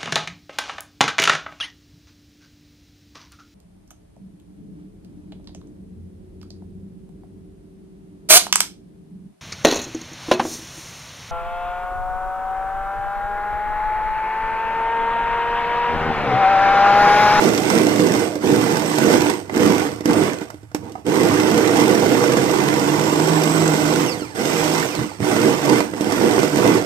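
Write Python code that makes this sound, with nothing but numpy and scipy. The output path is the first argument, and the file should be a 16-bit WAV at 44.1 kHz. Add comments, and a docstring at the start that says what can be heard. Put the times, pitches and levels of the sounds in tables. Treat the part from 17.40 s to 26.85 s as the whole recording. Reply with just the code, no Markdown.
"""A stick blender chops vegetables in a plastic beaker, in short bursts and one long run, close by.
The blade's random blows become filtered noise: pulp slaps the beaker and chunks crack.
The motor's turning drives a hum, a stack of whines and a brush hiss, which coast down after each burst.
In the pauses the foot is lifted, knocks on the beaker and comes loose with a plop, a short rising tone.
Bubbles, gurgles, booms and handling rumble join in, and a small tiled kitchen answers."""
import sys
import numpy as np
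from scipy import signal
from scipy.fft import rfft, irfft
from scipy.io import wavfile
from scipy.ndimage import uniform_filter1d

SR = 44100
rng = np.random.default_rng(int(sys.argv[2]) if len(sys.argv) > 2 else 0)


def dump_mix(stems):
    """Bounce the given channels to the path in sys.argv[1] as a 16-bit WAV at rate SR."""
    frames = np.atleast_2d(stems).T  # one column per channel
    limited = np.clip(frames, -1, 1)  # hard clip at full scale
    pcm = np.round(limited * 32767).astype(np.int16)
    wavfile.write(sys.argv[1], SR, pcm)


N = 416744  # length in samples
MAINS_HZ = 50
EDGE_HZ = 15600  # upper limit of the sound
USUAL_PACE = 130  # turns per second at which the levels that follow the pace are set


# Tone colours of churning pulp, of splashing and of cutting, as shapes without an overall level.
# Each row: frequency in Hz, strength in dB per Hz.
CHURN_COLOUR = [(25, -51), (45, -42), (70, -19.5), (105, -16), (160, -1.5), (230, -1.5), (300, -1),
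                (400, 0), (500, -2.5), (570, -15), (800, -16), (1500, -40.5), (4000, -89.5)]
SPLASH_COLOUR = [(250, -39.5), (500, -5), (640, -1), (1000, -0.5), (1300, -6.5), (1900, -11), (2500, -17.5),
                 (3500, -21), (8000, -65)]
CUT_COLOUR = [(1000, -30), (2000, -0.5), (2700, 0), (4000, -2.5), (5500, 2), (7000, -3.5), (8400, -1),
              (9500, -9.5), (10700, -15), (12300, -8.5), (15000, -13.5), (16000, -40)]
LUMP_RING_DB = 4  # a heavy lump drives the lowest resonance harder
SLOSH_S = .0006  # typical sway of the sound's path through the rocking pulp


def blade(turns, push, chunky, churning, thumping, splashing, cutting):
    """Each blow of the blade churns, splashes and cracks at once, over a wash of swirling liquid."""
    sweep = 1 + .6 * np.cos(4 * np.pi * turns)  # two wings a turn
    clumps = amp(0.99 * wander(hz=52.4))
    throb = 1 + .075 * push  # sharper on each power stroke
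    all_blows = impacts(per_s=900, spread_db=2.5, chance=sweep) * clumps
    all_snaps = impacts(per_s=320, spread_db=4.0, chance=sweep) * clumps * chunky
    slosh_hz, slosh_width, _ = BEAKER_MODES[0]
    sway_s = SLOSH_S * wander(hz=7)
    paths = []
    for blows, snaps in zip(all_blows, all_snaps):
        swirl, wash, fizz = rng.standard_normal((3, N))
        churn = sloshed(beaker(colour(blows + 0.67 * swirl, CHURN_COLOUR)), sway_s)

        lumps = colour(impacts(per_s=500, spread_db=2.0, chance=sweep)[0], CHURN_COLOUR)
        thump = beaker(lumps) + amp(LUMP_RING_DB) * resonance(lumps, slosh_hz, slosh_width)
        thump = sloshed(thump, sway_s)

        wet = blows + 0.31 * snaps + 0.89 * clumps * wash
        splash = beaker(vortex(colour(throb * wet, SPLASH_COLOUR)))

        # fibres tear briefly after each blow
        tearing = signal.lfilter([1], [1, -np.exp(-1 / (0.0011 * SR))], (blows + 1.3 * snaps) ** 2)
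        torn = evened(np.sqrt(tearing) * rng.standard_normal(N))
        crackle = torn + 0.92 * np.sqrt(abs(sweep)) * fizz
        cut = vortex(colour(throb * crackle, CUT_COLOUR))

        path = churning * steadied(churn) + thumping * steadied(thump, size=2501)
        path += splashing * (steadied(splash) + bubbles())
        path += cutting * steadied(cut, size=6001)
        paths.append(path)
    return np.array(paths)


def impacts(per_s, spread_db, chance):
    """Random blows, many small and a few large, each push taking two paths with unrelated signs."""
    size = amp(spread_db * np.minimum(rng.exponential(1, N), 4.5))
    struck = rng.random(N) < per_s * chance / SR
    return evened(size * rng.choice([-1., 1.], (2, N)) * struck)


# The ways in which the filled beaker rings.
# Each row: frequency in Hz, width in Hz, strength in dB against the plain path (a knock uses it as a balance).
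BEAKER_MODES = [(232.7, 39, -8), (301.2, 19.3, 11.5), (367.6, 29, 0.5), (484, 33, 3.5), (611, 33, -3),
                (1490, 92, 0), (2039, 113, 1.5)]


def beaker(x, ring_db=0):
    """The beaker adds its ringing modes to whatever stirs it."""
    return x + sum(amp(db + ring_db) * resonance(x, hz, width) for hz, width, db in BEAKER_MODES)


def sloshed(x, sway_s):
    """The pulp rocks in the beaker, so its resonances drift up and down by a few percent."""
    return np.interp(np.arange(N) - sway_s * SR, np.arange(N), x)


def vortex(x):
    """The funnel in the pulp changes depth, so its echo sweeps gurgling resonances through the sound."""
    delay_s = .0016 * np.exp(0.2975 * wander(hz=3.94))
    late = np.interp(np.arange(N) - delay_s * SR, np.arange(N), x)
    return x + .42 * late


# Lumps of pulp slump onto the blade or off the foot.
# Each row: middle of the swell in seconds, half-length in seconds, thump in dB, splash in dB.
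LUMP_SURGES = [(0.058, 0.059, -14, -26), (0.368, 0.087, -14.5, -28), (.65, 0.084, -15.5, -45.5),
               (1.123, 0.076, -12.5, -42), (1.64, 0.045, -14.5, -29), (1.737, 0.05, -13.5, -23),
               (2.256, 0.098, -12.5, -27), (2.48, 0.016, -23, -49), (2.541, 0.023, -28, -50),
               (2.696, .025, -14.5, -34), (2.797, 0.089, -16, -35), (3.021, 0.029, -32, -38.5),
               (3.362, 0.0095, -32, -43), (3.463, 0.06, -32.5, -49.5), (3.582, 0.046, -40.5, -56),
               (3.685, 0.022, -16, -35), (3.825, 0.023, -18, -42), (4.4, 0.054, -16, -24.5),
               (4.51, 0.019, -15.5, -24.5), (4.733, 0.028, -16, -30), (6.811, 0.021, -40, -50),
               (7.008, 0.026, -18.5, -28), (7.348, 0.027, -19, -31), (7.615, 0.052, -22.5, -34.5),
               (8.07, .04, -12, -37), (8.325, .045, -13, -30), (8.514, .05, -30.5, -43),
               (8.66, .04, -21, -45), (8.852, 0.035, -12, -35), (8.98, .04, -16, -42),
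               (9.281, 0.09, -14.5, -29.5)]
# The blade spins in a pocket of air and grips less pulp.
# Each row: middle in seconds, half-length in seconds, change of churning, splashing and cutting in dB.
AIR_POCKETS = [(.235, 0.047, -1.5), (0.576, 0.013, -0.5), (1.435, 0.08, -3), (5.45, 0.56, -1),
               (7.48, .04, -2.5), (8.186, 0.047, -4.5), (8.6, 0.079, -2), (9.11, 0.036, -4.5)]
# How sounds follow the motor: dB gained per extra turn per second of pace, power of the spin-up share.
CHURN_LAW, SPLASH_LAW, CUT_LAW = (-0.063, 1.7), (-0.021, 1.76), (0.012, 1.75)
SURGE_CUT_DB = -4.5  # a lump's crackle against its splash
DRIP_DB, DRIP_FIZZ_DB = -61.5, -67  # pulp keeps trickling down the wall and its froth fizzes


def pulp(pace, spin):
    """Gains of churning, thumping, splashing and cutting: motor speed, air pockets and lumps set them."""
    *_, churn_db, splash_db, cut_db, _, _ = latest_press()
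    dip_db = sum(db * bell(s, half_s) for s, half_s, db in AIR_POCKETS)
    thumps, splashes = sum(amp(levels)[:, None] * bell(s, half_s) for s, half_s, *levels in LUMP_SURGES)
    churning = driven(churn_db + dip_db, CHURN_LAW, pace, spin)
    splashing = np.hypot(driven(splash_db + dip_db, SPLASH_LAW, pace, spin), splashes)
    cutting = np.hypot(driven(cut_db + dip_db, CUT_LAW, pace, spin), amp(SURGE_CUT_DB) * splashes)
    return churning, thumps, splashing + amp(DRIP_DB), cutting + amp(DRIP_FIZZ_DB)


BUBBLE_HZ, BUBBLES_PER_S = (620, 2400), 110  # lowest and highest starting pitch; bursts per second
BUBBLE_SPREAD_DB, BUBBLE_DB = 3.5, -7  # spread of size; level against the splash
BUBBLE_CYCLES, BUBBLE_RISE = 4, .035  # cycles until a blip fades to about a third; rise in pitch


def bubbles(count=24):
    """Air whipped into the pulp bursts in short rising blips, the small high ones more quietly."""
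    out, t = np.zeros(N), np.arange(2000) / SR
    for hz in np.geomspace(*BUBBLE_HZ, count):
        age = t * hz / BUBBLE_CYCLES
        tone = np.sin(2 * np.pi * hz * t * (1 + BUBBLE_RISE * age))
        blip = np.exp(-age) * tone / np.sqrt(hz)
        for when, chance in rng.random((round(BUBBLES_PER_S * N / SR / count), 2)):
            size_db = BUBBLE_SPREAD_DB * min(-np.log(1 - chance), 4)
            add(out, when * N / SR, amp(size_db) * blip)
    return amp(BUBBLE_DB) * evened(out)


# Presses of the switch.
# Each row: on in seconds, off in seconds, spin-up time in seconds, coasting time in seconds,
# then base levels in dB of churning, splashing and cutting, the whine's offset in dB,
# and its further offset while coasting in dB.
PRESSES = [(-.1, .81, .03, .17, -19, -27.5, -31, -3, -3), (1.005, 1.898, .036, 0.11, -18, -26, -31, -2, -1),
           (2.11, 2.42, .039, 0.15, -20.5, -27, -32, 2, -3),
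           (2.645, 2.879, 0.023, .13, -22, -27, -33.5, 0, -5),
           (3.643, 6.625, .04, .202, -16.5, -25, -30.2, 0, 4),
           (6.945, 6.957, .03, .25, -14, -21, -26, 10, 3), (7.0, 7.425, .03, .24, -19, -25, -29, .5, 4),
           (7.795, 8.384, .04, .1, -17.5, -24.5, -30, 1, -2),
           (8.515, 9.37, .13, 0.1, -17, -25, -30.5, 0, 3)]
# Speed the motor reaches under power, low in thick pulp and high when a funnel opens round the blade.
# Each row: time in seconds, pace in turns per second.
MOTOR_PACE = [(.08, 113), (.23, 138), (.34, 114), (1.2, 114), (1.5, 167), (1.68, 122), (2.2, 104),
              (4.0, 107), (4.9, 131), (5.3, 142), (5.7, 151), (5.88, 160), (6.02, 157), (6.15, 161),
              (6.4, 156.5), (7.42, 158.5), (7.9, 119), (8.07, 115), (8.2, 153), (8.33, 128), (8.95, 121),
              (9.1, 157), (9.22, 115)]


def motor():
    """Spins up towards its pace at each press and coasts down; gives pace, share of it, power on or off."""
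    t = np.arange(N) / SR
    pace, = curves(MOTOR_PACE)
    held_pace, spin, powered = pace.copy(), np.zeros(N), np.zeros(N)
    for on, off, rise_s, coast_s, *_ in PRESSES:
        start = max(round(on * SR), 0)
        since = t[start:]
        until_off = np.minimum(since, off)
        spun_up = 1 - (1 - spin[start]) * np.exp((on - until_off) / rise_s)
        spin[start:] = spun_up * np.exp((until_off - since) / coast_s)
        held_pace[start:] = np.interp(until_off, t, pace)
        powered[start:] = since < off
    return held_pace, np.maximum(spin, 0), uniform_filter1d(powered, size=600)


def latest_press():
    """The columns of the most recent press, sample by sample."""
    rows = np.array(PRESSES)
    return rows[np.maximum(np.searchsorted(rows[:, 0], np.arange(N) / SR) - 1, 0)].T


def driven(level_db, law, pace, spin):
    """Gain of a sound that swells as the motor spins up and shifts as the blade runs freer."""
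    db_per_turn, power = law
    return amp(level_db + db_per_turn * (pace - USUAL_PACE)) * spin ** power


# Level of the shaft's hum at full spin before the beaker rings, strongest in thin pulp.
# Each row: time in seconds, level in dB.
HUM_LEVEL = [(.9, -38), (1.3, -32.5), (1.5, -34), (1.7, -37), (4.4, -36.5), (4.9, -32.5), (5.4, -32),
             (5.9, -23.5), (6.3, -23), (6.6, -26.5), (7.3, -30.5), (8.0, -32.5)]
HUM_SPIN_POWER = 6.8  # the hum needs full speed


def shaft_hum(turns, spin):
    """The unbalanced shaft hums at its turning rate and multiples, which swell at beaker resonances."""
    phase = 2 * np.pi * turns + .08 * wander(hz=10)
    hum = np.zeros(N)
    for k, db in enumerate([0, -10, -24, -22, -28, -27], 1):
        hum += amp(db) * (1 + .14 * wander(hz=9)) * np.sin(k * phase)
    return amp(curves(HUM_LEVEL)[0]) * spin ** HUM_SPIN_POWER * beaker(np.sqrt(2) * hum)


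# The housing that the whine passes through.
# Each row: frequency in Hz, gain in dB.
HOUSING_GAIN = [(500, -8), (1500, 5), (2000, -4), (2700, -1), (3400, -11), (4200, 1), (4900, 2.5),
                (5600, -4), (6100, -2), (6800, -11), (7500, -5), (8300, 5), (9000, -10), (10500, -20),
                (11800, -12), (13500, -15), (15500, -12)]
# Strength of the whine's multiples, from the first up, each a single value in dB.
WHINE_STACK_DB = [1, 3, -5, -1, -1, -1, -2, -4, -6, -8]


def commutator(speed, turns, push, powered, count=24):
    """Brushes tick over the segments: a stack of whines, rough under power, smoother while coasting."""
    whine = np.zeros(N)
    for k, stack_db in enumerate(WHINE_STACK_DB, 1):
        hz = k * count * speed
        sparks = (.3 + (.35 + .17 * k) * powered) * wander(hz=260)
        drowned = amp(-8 * powered * (hz < 6500))  # fast swirling pulp damps the lower whines
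        level = amp(read(HOUSING_GAIN, hz) + stack_db) * drowned * (hz < EDGE_HZ)
        tone = np.sin(2 * np.pi * k * count * turns + sparks)
        whine += level * tone * amp(3.3 * wander(hz=25))
    return whine * (1 + .5 * push)


WHINE_DB, WHINE_LAW = -44.1, (.11, 1.6)  # base level; law in the same form as the pulp's
WHINE_GROWTH_DB_PER_S, BUILD_UP_S = 2.2, 2.3  # it builds up after the switch is pressed, for this long


def whine_gain(pace, spin, powered):
    """The whine grows after each press, follows the motor, and shifts in level while coasting."""
    on, *_, whine_db, coast_db = latest_press()
    held_s = np.minimum(np.arange(N) / SR - on, BUILD_UP_S)
    level_db = WHINE_DB + whine_db + coast_db * (1 - powered) + WHINE_GROWTH_DB_PER_S * held_s
    return driven(level_db, WHINE_LAW, pace, spin)


HISS_HZ, HISS_WIDTH_HZ = 8340, 610  # average centre; width
HISS_DB, HISS_LAW = -49, (-0.1, 1.1)  # level before its slow sway; law in the same form as the pulp's


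def brush_hiss():
    """The rubbing brushes excite one narrow, wandering resonance of the housing."""
    ringing = narrow_noise(N, HISS_WIDTH_HZ)
    hz = HISS_HZ * (1 + .018 * wander(hz=4))
    shifted = (ringing * np.exp(2j * np.pi * np.cumsum(hz) / SR)).real
    return evened(shifted) * amp(4.4 * wander(hz=3.0))


# Chunks and the foot strike the beaker, and the switch clicks; the levels are relative within each column. Each
# row: time in seconds, crack in dB, thud in dB, slap in dB, ring in dB.
KNOCKS = [(0.1364, -26, -27, -21, -43), (0.177, -22.5, -33, -29, -45), (.301, -21, -32, -16, -45),
          (0.3606, -34, -21, -18, -31), (0.4672, -26, -14, -23, -26), (0.593, -28, -25, -20, -25),
          (0.7549, -29, -23, -17, -28), (0.955, -32, -25, -27, -36), (1.309, -31, -31, -18, -38),
          (1.3694, -23, -22, -16, -38), (1.42, -32, -35, -23, -40), (1.584, -20, -32, -18, -29),
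          (1.727, -24, -36, -25, -40), (1.807, -24, -20, -22, -32), (1.8989, -24, -32, -24, -40),
          (2.0958, -42.5, -31, -24.5, -52), (2.169, -34, -16, -17, -26), (2.607, -36.5, -26, -30, -39),
          (2.6568, -23, -18, -20, -24.5), (3.0153, -48, -26, -27, -40), (3.1025, -38, -44, -33, -62),
          (3.143, -48, -40, -43, -45), (3.2316, -54, -44, -56, -51), (3.3155, -54, -53, -41, -60),
          (3.347, -24.5, -22, -20.5, -30.5), (3.5196, -41.5, -40, -49, -48), (3.554, -50, -40, -34, -44),
          (4.178, -23, -16, -25, -32), (4.839, -24, -31, -17, -39), (4.97, -25, -13, -17, -32),
          (5.873, -27, -33, -29, -38), (6.035, -21, -30, -28, -40), (6.82, -48, -24.5, -41, -37),
          (7.2417, -23.5, -33, -27, -42), (7.551, -28, -34, -25, -42), (7.8038, -48, -27, -30, -33),
          (7.9142, -33, -34, -17, -42), (8.4044, -24.5, -17, -15.5, -40), (8.5354, -47, -26, -26, -37),
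          (8.6086, -26.5, -27, -29, -26), (8.7217, -25, -35, -17, -45), (8.979, -33, -18, -16, -32),
          (9.031, -24.5, -19, -18, -32), (9.1717, -26, -21, -29, -28), (9.264, -30, -24, -20, -23),
          (9.3739, -36, -28, -27, -36)]
RING_DULL_HZ = 1400  # a knock rings the modes above this only weakly


def knocks():
    """Hard contacts: a dry crack, a wet slap, a dull thud and the beaker's hollow ring."""
    cracks, thuds, slaps, rings = np.zeros((4, N))
    t = np.arange(6000) / SR
    ring = np.zeros(len(t))
    for hz, width, db in BEAKER_MODES:
        strength = amp(db) / (1 + (hz / RING_DULL_HZ) ** 2)
        ring += strength * np.exp(-np.pi * width * t) * np.sin(2 * np.pi * hz * t)
    # the small beaker radiates no deep bass
    ring = signal.lfilter(*signal.butter(2, 90, "high", fs=SR), ring)
    for s, crack_db, thud_db, slap_db, ring_db in KNOCKS:
        crunch = rng.standard_normal(len(t))
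        add(cracks, s, amp(crack_db + 2.0) * crunch * np.exp(-t / 0.0049))
        add(slaps, s, amp(slap_db + 1.0) * crunch * np.exp(-t / 0.0044))
        add(thuds, s, amp(thud_db + 8.0) * np.exp(-t / .00008))
        add(rings, s, amp(ring_db) * ring)
    wet = beaker(colour(slaps, SPLASH_COLOUR))
    dull = beaker(colour(thuds, CHURN_COLOUR), ring_db=1.5)
    return colour(cracks, CUT_COLOUR) + wet + dull + rings


# Air is sucked in under the foot.
# Each row: start in seconds, starting pitch in Hz, level in dB before the soft onset, seconds to fade by 60 dB.
PLOPS = [(3.554, 738, -13, .028), (3.555, 911, -24, .025), (3.556, 1230, -27, .045),
         (7.716, 847, -19, 0.024)]


def plop():
    """An air pocket rings and rises in pitch as it opens."""
    out, t = np.zeros(N), np.arange(6000) / SR
    for s, hz, db, t60 in PLOPS:
        swell = amp(db - 60 * t / t60) * (1 - np.exp(-t / 0.00096))
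        add(out, s, swell * np.sin(2 * np.pi * hz * t * (1 + 1.7 * t)))
    return out


# Spatter rings the hollow round the foot.
# Each row: start in seconds, length in seconds, first pitch in Hz, last guiding pitch in Hz,
# width in Hz, level in dB before it swells and fades.
GURGLES = [(0, 0.1, 897, 598, 150, -28), (.18, .14, 662, 984, 140, -27), (.23, .2, 2146, 2360, 300, -35),
           (.8, 0.22, 900, 468, 136, -31), (1.41, .07, 636, 523, 120, -27), (3.02, .13, 849, 566, 136, -48),
           (3.41, .12, 945, 764, 136, -43.5), (3.559, 0.075, 780, 890, 136, -49),
           (4.05, 1.1, 468.5, 495, 65, -22), (4.8, 1.91, 930, 1031, 280, -29.5),
           (8.26, 0.084, 1003, 880, 220.8, -24), (8.88, 0.16, 801.4, 619, 160, -29.5)]


def gurgles():
    """Spatter rings the hollow round the foot; its pitch glides as the hollow opens or closes."""
    out = np.zeros(N)
    for s, length, from_hz, to_hz, width_hz, db in GURGLES:
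        u = np.linspace(0, 1, round(length * SR))
        ringing = narrow_noise(len(u), width_hz)
        glide = np.exp(2j * np.pi * np.cumsum(from_hz * (to_hz / from_hz) ** u) / SR)
        swell = np.sqrt(abs(np.sin(np.pi * u)))
        add(out, s, amp(db) * swell * evened((ringing * glide).real))
    return out


# The beaker is shoved against the worktop.
# Each row: middle in seconds, half-length in seconds, level in dB.
BUMPS = [(1.34, .03, -27), (2.495, 0.018, -35), (3.41, .05, -40), (3.921, 0.026, -24), (4.173, 0.033, -26),
         (6.763, .02, -31), (7.61, .035, -23.5), (7.825, 0.026, -21.5)]
# Tone colour of the boom, as a shape. Each row: frequency in Hz, strength in dB per Hz.
BOOM_COLOUR = [(20, -60), (40, -42), (80, -12), (120, -2), (180, 4.5), (260, -18), (600, -59)]


def booms():
    """Each shove against the worktop is a short swell of low noise."""
    swells = sum(amp(db) * bell(s, half_s) for s, half_s, db in BUMPS)
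    return swells * steadied(colour(rng.standard_normal(N), BOOM_COLOUR))


# Tone colour of the handling rumble, as a shape. Each row: frequency in Hz, strength in dB.
RUMBLE_COLOUR = [(20, -26), (45, -35), (68, 2.5), (105, 15), (150, 1), (300, -30), (600, -30), (2000, -86),
                 (8000, -27), (16000, -43)]
RUMBLE_DB, RUMBLE_SWAY_DB, RUMBLE_SPIN_DB = -45.5, 1.5, 1.5  # at rest; its sway; rise at full spin


def handling(spin):
    """Handling makes a soft, swaying, mostly low noise that rises a little as the motor spins."""
    level_db = RUMBLE_DB + RUMBLE_SPIN_DB * spin + RUMBLE_SWAY_DB * wander(hz=14)
    return amp(level_db) * colour(rng.standard_normal(N), RUMBLE_COLOUR)


# Left microphone against the right. Each row: frequency in Hz, level in dB.
LEFT_SHADE = [(60, -6), (300, -7), (1000, -10), (2500, -7), (4000, -7.5), (5000, -15), (6500, -9.5),
              (7200, -10), (7600, -31), (9000, -11), (11500, -7), (15000, -6)]
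# Sound reaching the left microphone by other paths, against the part both share.
# Each row: frequency in Hz, share in dB.
LEFT_SCATTER = [(100, -5), (300, -7), (600, -2), (1000, 15), (1400, 13), (1800, 2), (3000, 3), (4000, 10),
                (15000, 13)]
# Phase by which the left microphone leads. Each row: frequency in Hz, lead in radians.
LEFT_LEAD = [(100, 0), (300, -.6), (700, -.7), (1700, 2.2), (2500, 3.5), (4000, 3.7), (6200, 9),
             (16000, 22)]


def kitchen(paths, size=16384):
    """The shaded left microphone blends both paths; a short tiled tail follows at each microphone."""
    t, hz = np.arange(size) / SR, np.fft.rfftfreq(size, 1 / SR)
    share = amp(read(LEFT_SCATTER, hz))
    common = 1 / np.sqrt(1 + share ** 2)
    shade = amp(read(LEFT_SHADE, hz)) * np.exp(1j * read(LEFT_LEAD, hz))
    # keeps the sum of both microphones at an even level
    gain = 2 / np.sqrt(1 + abs(shade) ** 2 + 2 * shade.real * common)
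    left = filtered(paths[0], gain * shade * common)
    left += filtered(paths[1], 1j * gain * shade * common * share)
    right = filtered(paths[0], gain)
    out = []
    for ear in (left, right):
        tail = rfft(rng.standard_normal(size) * amp(-60 * t / 0.19) * (t > .003))
        # echoes smear the sound but keep its broad colour
        tail /= np.sqrt(uniform_filter1d(abs(tail) ** 2, size=61))
        out.append(amp(-1.92) * (ear + amp(-9.0) * filtered(ear, tail)))
    return np.array(out)


def amp(db):
    """Decibels to gain."""
    return 10 ** (np.asarray(db) / 20)


def evened(x):
    """Scales to an rms (average strength) of 1."""
    return x / np.sqrt(np.mean(x ** 2) + 1e-20)


def read(points, hz):
    """Reads a table of frequencies on a log-frequency axis."""
    f, value = np.transpose(points)
    return np.interp(np.log(hz + 1), np.log(f), value)


def curves(rows):
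    """The columns of a timed table, sample by sample."""
    s, *columns = np.transpose(rows)
    return [np.interp(np.arange(N) / SR, s, c) for c in columns]


def add(mix, s, sound):
    """Mixes a sound in at time s."""
    part = mix[max(round(s * SR), 0):][:len(sound)]
    part += sound[:len(part)]


def bell(s, half_s):
    """A smooth swell of height 1 around time s."""
    return np.exp(-np.minimum(((np.arange(N) / SR - s) / half_s) ** 2, 20))


def wander(hz):
    """Smooth random drift of rms 1, moving up to about the given rate."""
    return evened(irfft(rfft(rng.standard_normal(N)) / (1 + (np.fft.rfftfreq(N, 1 / SR) / hz) ** 4), N))


def narrow_noise(length, width_hz):
    """Complex noise of the given width around 0 Hz, ready to be shifted up to a pitch."""
    noise = rng.standard_normal(length) + 1j * rng.standard_normal(length)
    return signal.lfilter(*signal.butter(2, width_hz / 2, fs=SR), noise)


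def resonance(x, hz, width):
    """One ringing mode stirred by x."""
    return signal.lfilter(*signal.iirpeak(hz, hz / width, SR), x)


def colour(x, points, size=4096):
    """Filter of unit energy with the given spectrum, which never sounds ahead of its input."""
    log_gain = np.log(amp(read(points, abs(np.fft.fftfreq(size, 1 / SR)))))
    taps = np.fft.ifft(np.exp(np.conj(signal.hilbert(log_gain)))).real
    return signal.oaconvolve(x, taps / np.linalg.norm(taps))[:N]


def steadied(x, size=4001):
    """Holds the slow level at 1 and keeps the quick bursts."""
    window = np.hanning(size)
    power = signal.oaconvolve(x ** 2, window / window.sum(), "same")
    return x / np.sqrt(abs(power) + 1e-12)


def filtered(x, response):
    """Passes x through a frequency response."""
    # the 256-sample shift makes room for the part of the response ahead of time zero
    return signal.oaconvolve(x, np.roll(irfft(response), 256))[256:256 + N]


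CHUNK_DB_PER_TURN = -0.08  # the freer the blade runs, the weaker the snapping of chunks


def scene():
    """One motor drives blade, hum, whine and hiss; it gets one power stroke in each mains cycle."""
    t = np.arange(N) / SR
    pace, spin, powered = motor()
    push = powered * np.cos(2 * np.pi * MAINS_HZ * t)
    speed = pace * spin * (1 + .025 * push + .011 * powered * wander(hz=25.13))
    turns = np.cumsum(speed) / SR
    chunky = amp(CHUNK_DB_PER_TURN * (pace - USUAL_PACE))
    chopping = blade(turns, push, chunky, *pulp(pace, spin))
    hum = shaft_hum(turns, spin)
    whine = whine_gain(pace, spin, powered) * commutator(speed, turns, push, powered)
    hiss = driven(HISS_DB, HISS_LAW, pace, spin) * brush_hiss()
    contacts = knocks() + plop() + gurgles() + booms()
    return kitchen(chopping + hum + whine + hiss + contacts + handling(spin))


def record(dry):
    """The largest peaks round off near full scale; then the band limit."""
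    rounded = dry / (1 + dry ** 6) ** (1 / 6)
    band_limit = signal.firwin(511, EDGE_HZ, window=("kaiser", 9), fs=SR)
    return signal.oaconvolve(rounded, band_limit[None], "same")


dry = scene()
out = record(dry)
dump_mix(out)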